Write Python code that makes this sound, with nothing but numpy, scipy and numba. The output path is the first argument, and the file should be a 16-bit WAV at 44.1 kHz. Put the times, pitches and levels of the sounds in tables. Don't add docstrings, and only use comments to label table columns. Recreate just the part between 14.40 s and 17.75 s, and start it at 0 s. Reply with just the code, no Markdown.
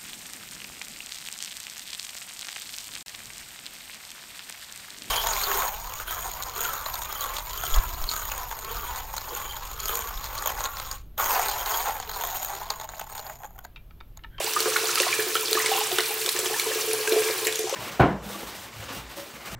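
import sys
import numpy as np
from scipy import signal
from scipy.fft import rfft, irfft
from scipy.io import wavfile
from scipy.ndimage import uniform_filter1d, map_coordinates
from numba import njit

SR = 44100
rng = np.random.default_rng(int(sys.argv[2]) if len(sys.argv) > 2 else 0)


def dump_mix(stems):
    frames = np.atleast_2d(stems).T
    limited = np.clip(frames, -1, 1)
    pcm = np.round(limited * 32767).astype(np.int16)
    wavfile.write(sys.argv[1], SR, pcm)


def volts(x):
    e = np.asarray(x, float) / 20
    return 10 ** e


N = 147735
GLIDE = 0.11


def level(x, db):
    return x * volts(db) / np.sqrt(np.mean(x ** 2))


def curve(table, column):
    table = np.array(table)
    return np.interp(np.arange(N) / SR, table[:, 0], table[:, column])


def walk(rate_hz):
    k = int(SR / rate_hz)
    held = np.repeat(rng.standard_normal(N // k + 1), k)
    return 1.3 * uniform_filter1d(uniform_filter1d(held, k), k)[:N]


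def band(x, hz, width):
    edges_hz = [hz / width, min(hz * width, SR * .45)]
    return signal.sosfilt(signal.butter(2, edges_hz, "band", fs=SR, output="sos"), x)


def edge(x, hz, kind="low", order=2):
    return signal.sosfilt(signal.butter(order, hz, kind, fs=SR, output="sos"), x)


def colour(x, points):
    p = np.array(points)
    hz = np.maximum(np.fft.rfftfreq(N, 1 / SR), 1)
    gain_db = np.interp(np.log(hz), np.log(p[:, 0]), p[:, 1])
    return irfft(rfft(x) * volts(gain_db), N)


@njit
def grains(n, start, step, cycles, size, glide):
    y = np.zeros(n)
    for k in range(len(start)):
        first = int(start[k])
        span, phase = cycles[k] / step[k], 0.
        for i in range(min(int(2.5 * span), n - first)):
            u = i / span
            phase += step[k] * (1 + glide[k] * u)
            swell = min(1., i * step[k])
            y[first + i] += size[k] * swell * np.exp(-2.2 * u * (u + .4)) * np.sin(2 * np.pi * phase)
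    return y


def swarm(count, lo_hz, hi_hz, cycles, spread_db):
    when, pitch, life, size, rise = rng.random((count, 5)).T
    busy = np.cumsum(volts(3.0 * walk(40)))
    start = np.interp(when, busy / busy[-1], np.arange(N) * 1.)
    hz = lo_hz * (hi_hz / lo_hz) ** pitch
    sizes = volts(-spread_db * np.log(size + 0.06))
    return grains(N, start, hz / SR, cycles * (.5 + life), sizes, GLIDE * 2 * rise)


def bursts(at_s, size, length_s):
    out = np.zeros(N)
    for s, g, d in zip(at_s, size, length_s):
        i = int(s * SR)
        t = np.arange(min(int(6 * d * SR), N - i)) / SR
        out[i:i + len(t)] += g * np.minimum(t / 0.00032, 1) * np.exp(-t / d)
    return out


def scatter(rows, width, rise_s, fall_s):
    out, t = np.zeros(N), np.arange(4096) / SR
    for (at, db, hz), noise in zip(rows, rng.standard_normal((len(rows), 2, len(t)))):
        ragged = 1 + .5 * np.tanh(level(uniform_filter1d(noise[1], size=80), 0))
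        envelope = np.minimum(t / rise_s, 1) * np.exp(-t / fall_s)
        burst = level(band(noise[0], hz, width), db) * ragged * envelope
        i = int(at * SR)
        out[i:i + len(t)] += burst[:N - i]
    return out


# frequency in Hz, level in dB.
ROOM_SPECTRUM = [(15, -52), (25, -35), (64, -21), (114, -15.5), (188, -18), (230, -18), (300, -10),
                 (510, -120)]


def room_tone():
    fan_hz, fan_width_hz = 122.3, 19
    room = level(colour(rng.standard_normal(N), ROOM_SPECTRUM), -60)
    fan = band(rng.standard_normal(N), fan_hz, 1 + fan_width_hz / fan_hz / 2)
    return room + level(fan, -59)


def walls(water):
    t60_s, shared = 0.98, 0.57
    t = np.arange(SR // 2) / SR
    decay = np.exp(-np.log(1000) * t / t60_s) * np.minimum(t / 0.0012, 1)
    tail = rng.standard_normal((2, len(t))) * decay
    tail = tail + shared * tail.sum(axis=0)
    tail = edge(tail, 1400, "high")
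    tail = tail / np.sqrt(np.sum(tail ** 2) / 2)
    return volts(-5.5) * signal.fftconvolve(water[None], tail, axes=1)[:, :N]


# frequency in Hz, level in dB, t60 in seconds.
MODES = [(300, -10, 0.19), (363.3, -6.5, 0.25), (372.4, -0.5, 0.092), (436.2, 3, 0.28), (434.8, -7, 0.12),
         (513.6, -12, 0.51), (737, -15, 0.18), (1070, -12.5, 0.076), (1640, -8.5, 0.2), (2346, -7, 0.076)]
# start in seconds, peak in dB, share to the modes below 400 Hz (0-1).
SLUG_HITS = [(0.258, -16, 0.46), (0.433, -21, 0.2), (0.602, -17, 0.73), (0.789, -16, 0.58), (0.865, -22, 1),
             (0.954, -22, 0.56), (1.115, -22.5, 0.14), (1.151, -16, 0.8), (1.243, -25.5, 0.38),
             (1.289, -25.5, 0), (1.524, -20.5, 0.92), (1.584, -17, 0.65), (2.029, -22.5, 1),
             (2.108, -22, 0.44), (2.265, -22, 0.02), (2.356, -20.5, 0.6), (2.476, -23.5, 0.36),
             (2.679, -23.5, 0.04), (2.72, -9.5, 0.84), (2.764, -15, 0.06), (3.016, -26.5, 0),
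             (3.065, -17.5, 0.52), (3.192, -19.5, 0.48), (3.24, -19, 0.78), (0.168, -26, 1),
             (0.411, -29, 0), (0.486, -26, 0.66), (0.74, -29, 0.4), (1.387, -27.5, 0.14),
             (1.702, -29, 0.26), (1.85, -26.5, 1), (1.95, -22, 0.84), (1.992, -27.5, 0.12),
             (2.061, -20, 0.88), (2.396, -27, 0.2), (2.439, -28, 0), (2.533, -23, 0), (2.589, -29, 0),
             (0.203, -21, 0.45), (0.042, -27.5, 0.44), (2.82, -22.5, 0.2)]


def basin():
    rumble_db, slug_db, slosh = -7.5, -8.5, 0.007
    t, out = np.arange(SR // 2) / SR, 0
    when, size = rng.random((400, 2)).T
    patter = np.zeros(N)
    patter[(when * N).astype(int)] = volts(-3.5 * np.log(size + 0.2))
    patter = level(patter, 0) + 0.36 * rng.standard_normal(N)
    patter = patter * volts(curve(FLOW, 3) + rumble_db)
    for hz, db, t60 in MODES:
        ring = np.exp(-np.log(1000) * t / t60) * np.sin(2 * np.pi * hz * t)
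        knock = np.zeros(N)
        for s, peak_db, low in SLUG_HITS:
            low = np.clip(low, .05, .95)
            share = low if hz < 400 else 1 - low
            knock[int(s * SR)] = volts(peak_db + slug_db) * 2 * share
        force = patter / np.sqrt(np.sum(ring ** 2)) + uniform_filter1d(knock, size=25)
        rung = signal.fftconvolve(force, ring)[:N]
        drift = slosh * SR / 12 * walk(16) / 4
        out = out + volts(db) * map_coordinates(rung, [np.arange(N) + drift], order=1, mode="nearest")
    return out


def slaps():
    rows = [(at, db - 22, 700) for at, db, _ in SLUG_HITS]
    return scatter(rows, width=1.05, rise_s=0.00028, fall_s=0.04)


# start in seconds, peak in dB, colour in Hz.
DROPS = [(0.204, -8.5, 4270), (0.366, -10.5, 4100), (0.556, -10, 4570), (0.5833, -11, 3100),
         (0.6, -6.5, 2540), (0.619, -9, 8800), (0.9536, -10, 3070), (1.082, -14.5, 3260), (1.13, -7, 4070),
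         (1.26, -10.5, 3450), (1.517, -15, 3500), (1.5848, -7.5, 3450), (1.6053, -11, 3940),
         (1.656, -22, 5600), (1.815, -16, 4200), (1.8612, -11, 3400), (1.8906, -7, 4020), (1.99, -10, 7540),
         (2.059, -12, 3160), (2.1972, -10.5, 3960), (2.7228, -11.5, 3900), (3.051, -13.5, 4030),
         (3.0692, -9, 7330), (3.125, -13, 3470), (3.1567, -14.5, 6530), (3.1906, -13.5, 5880),
         (3.295, -14.5, 6000), (0.0434, -15, 7500), (0.135, -12.5, 5600), (0.227, -17, 6600),
         (0.2997, -17, 9050), (0.5135, -16, 6370), (0.7387, -15, 6640), (1.0096, -15, 9300),
         (1.365, -16, 6460), (2.5117, -17, 2290), (2.5321, -11.5, 10200), (2.6748, -9.5, 2400),
         (2.6938, -14, 8650), (2.822, -23, 12000), (3.2098, -21, 9400), (3.339, -28, 3630)]


def splashes():
    fall_s, tone_db, noise_db = 0.0037, -5, 2.5 - 12
    at_s, db, hz = np.array(DROPS, float).T
    tone = grains(N, at_s * SR, hz / SR, hz * fall_s, volts(db + tone_db), np.full(len(hz), GLIDE))
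    rows = [(at, peak_db + noise_db, centre_hz) for at, peak_db, centre_hz in DROPS]
    return tone + scatter(rows, width=3, rise_s=0.00059, fall_s=fall_s)


# start in seconds, peak in dB, pitch in Hz, life in cycles.
LARGE_BUBBLES = [(0.003, -10, 636, 5.5), (0.163, -8, 1238, 29), (0.257, -9.5, 1290, 7.4),
                 (0.36, -6.5, 1434, 14.4), (0.491, -15.5, 1410, 21), (0.574, -16, 1322, 39),
                 (0.666, -9, 1070, 5.7), (0.727, -8, 2394, 33), (0.796, -11.5, 1720, 9.8),
                 (0.953, -9.5, 1373, 23), (0.966, -13, 3230, 29), (1.151, -14.5, 1750, 18),
                 (1.172, -8.5, 1227, 19), (1.2, -11, 2000, 15), (1.239, -24, 1026, 44),
                 (1.261, -11, 2246, 34), (1.315, -11, 807, 27.5), (1.35, -16.5, 800.5, 40),
                 (1.379, -17.5, 1040, 33), (1.411, -15.5, 858, 22), (1.513, -19.5, 734, 17),
                 (1.586, -9, 1495, 14), (2.195, -17, 2310, 25), (2.262, -23, 1000, 18.2),
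                 (2.674, -16.5, 1640, 46), (2.758, -15, 715, 7.8), (3.07, -6, 2220, 5.2),
                 (3.271, -22.5, 782, 22), (3.324, -14.5, 546, 15.5), (3.339, -18.5, 1100, 18)]
# start in seconds, peak in dB, pitch in Hz, life in cycles.
DRAIN_GULPS = [(0.279, -17, 525, 14), (0.32, -16, 1390, 10), (0.345, -17, 1780, 9.3),
               (0.601, -14.5, 558, 12), (1.031, -23, 1020, 25), (1.2925, -20, 2000, 17),
               (1.338, -11, 2830, 26), (1.413, -16, 3130, 18), (1.596, -8.5, 2020, 12),
               (1.706, -23.5, 840, 27), (1.873, -18, 510, 6.1), (1.965, -19, 1820, 21),
               (1.988, -17.5, 536, 6.5), (2.099, -22, 756, 11), (2.129, -19.5, 850, 17),
               (2.142, -16, 1790, 22), (2.16, -22, 950, 15), (2.308, -17.5, 560, 7.4),
               (2.317, -17.5, 1800, 19), (2.6, -18.5, 497, 7.1), (2.7202, -13.5, 2390, 20),
               (2.82, -20, 1640, 22), (2.871, -18, 2340, 14), (2.899, -15, 533, 6.9), (3.297, -20, 840, 12),
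               (0.362, -11, 2240, 18), (0.632, -12, 1940, 19), (0.682, -23, 1070, 62),
               (0.739, -18, 1750, 16), (0.905, -23, 1770, 18), (0.19, -17, 1350, 14), (2.745, -24, 610, 10)]
# start in seconds, peak in dB, pitch in Hz, life in cycles.
EXTRA_GULP = [
    (0.667, -11.5, 735, 9),
]
# start in seconds, peak in dB, pitch in Hz, life in cycles, glide ratio.
RISING_BUBBLE = (0.07, -21, 732, 26, 1)


def bubbles():
    bubble_db, froth_db = -6.5, -19
    rows = list(LARGE_BUBBLES) + list(DRAIN_GULPS) + list(EXTRA_GULP)
    at_s, db, hz, cycles = np.array(rows, float).T
    step = hz / SR / (1 + 0.5 * GLIDE)
    out = grains(N, at_s * SR, step, cycles, volts(db + bubble_db), np.full(len(hz), GLIDE))
    at_s, db, hz, cycles, rise = np.array(RISING_BUBBLE, float)[:, None]
    out = out + grains(N, at_s * SR, hz / SR, cycles, volts(db + bubble_db), rise)
    froth = [(at, peak_db + froth_db, centre_hz) for at, peak_db, centre_hz, _ in LARGE_BUBBLES]
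    return out + scatter(froth, width=1.25, rise_s=0.003, fall_s=.02)


# frequency in Hz, level in dB per Hz.
JET_SPECTRUM = [(350, -59), (600, -17), (1040, 2.5), (1700, 0), (4280, -1.5), (8000, -2.5), (12000, -6.5),
                (16500, -3.5)]


def fizz():
    fine = swarm(count=3000, lo_hz=2264, hi_hz=14720, cycles=27.5, spread_db=3.0)
    spatter = 0
    for hz in 2300 * 2 ** np.arange(0, 2.6, .5):
        when, size, length = rng.random((90, 3)).T
        ticks = bursts(when * N / SR, volts(-3.5 * np.log(size + 0.075)), 0.0036 + 0.001 * length)
        spatter = spatter + band(ticks * rng.standard_normal(N), hz, 1.2)
    return level(colour(fine, JET_SPECTRUM), -10) + level(colour(spatter, JET_SPECTRUM), -7)


def spray(wide):
    shared_db, flicker_db, wide_hz = -1, 2, 9700
    out, shared = 0, walk(45.17)
    for hz in 500 * 2 ** np.arange(0, 5.1, .5):
        share = (hz / wide_hz) ** 2 if wide else 1
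        swell = volts(shared_db * shared + flicker_db * walk(50))
        out = out + share * swell * band(rng.standard_normal(N), hz, 1.19)
    return level(colour(out, JET_SPECTRUM), -4)


# start in seconds, fine spray in dB, churn of the pool in dB, force on the basin in dB.
FLOW = [(0, -31.5, -36.5, -40.5), (.28, -31.5, -34.5, -36), (.6, -28.5, -33, -40), (.88, -33, -36, -36.5),
        (1.05, -31.5, -41.5, -37.5), (1.3, -28.5, -32, -36.5), (1.55, -33, -34, -41.5),
        (1.8, -35.5, -37.5, -35.5), (2.05, -32, -34.5, -42), (2.35, -33, -35.5, -33), (2.6, -35, -36, -35),
        (2.75, -32.5, -34.5, -30.5), (2.95, -33.5, -33.5, -32), (3.12, -34.5, -39.5, -36.5),
        (3.24, -37.5, -44.5, -44), (3.35, -34, -35, -30)]


def running_water():
    jet, churn = volts(curve(FLOW, 1)), volts(curve(FLOW, 2))
    closing_s, closed_db = (3.08, 3.1), -18
    mist = volts(-33 + np.interp(np.arange(N) / SR, closing_s, (0, closed_db)))
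    hiss = spray(wide=False) + fizz()
    body = edge(hiss, 4500)
    air = hiss - edge(hiss, 10000)
    gurgle = level(swarm(count=1300, lo_hz=726, hi_hz=2840, cycles=4.1, spread_db=2.0), -7.5)
    water = jet * volts(3.5) * (hiss - body - air)
    water = water + mist * volts(5) * air
    water = water + churn * (volts(6) * body + gurgle)
    side = np.sqrt(jet * mist) * spray(wide=True) * 0.23 * 2
    return water, side


# start in seconds, left minus right in dB.
CAMERA = [
    (0.0, -0.5),
    (3.19, 0),
    (3.35, 0.5),
]


def scene():
    left_right = np.array([[1], [-1]])
    water, side = running_water()
    water = water + bubbles() + splashes() + slaps()
    aim_db = curve(CAMERA, 1) / 2 * 3.54
    near = (water + walls(water)) * volts(np.array([aim_db, -aim_db]))
    ring = basin()
    side = side + 0.051 * np.roll(ring, shift=60)
    near = near + side * left_right + ring
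    near = edge(near, 358, "high", order=6)
    return near + room_tone() + 0.18 * room_tone() * left_right


def roll_off(x):
    return signal.sosfilt(signal.butter(12, 16660, fs=SR, output="sos"), x)


def record(dry):
    top_hz = 15760
    mix = signal.sosfilt(signal.ellip(10, .3, 70, top_hz, fs=SR, output="sos"), dry)
    return roll_off(mix)


dry = scene()
out = record(dry)
dump_mix(out)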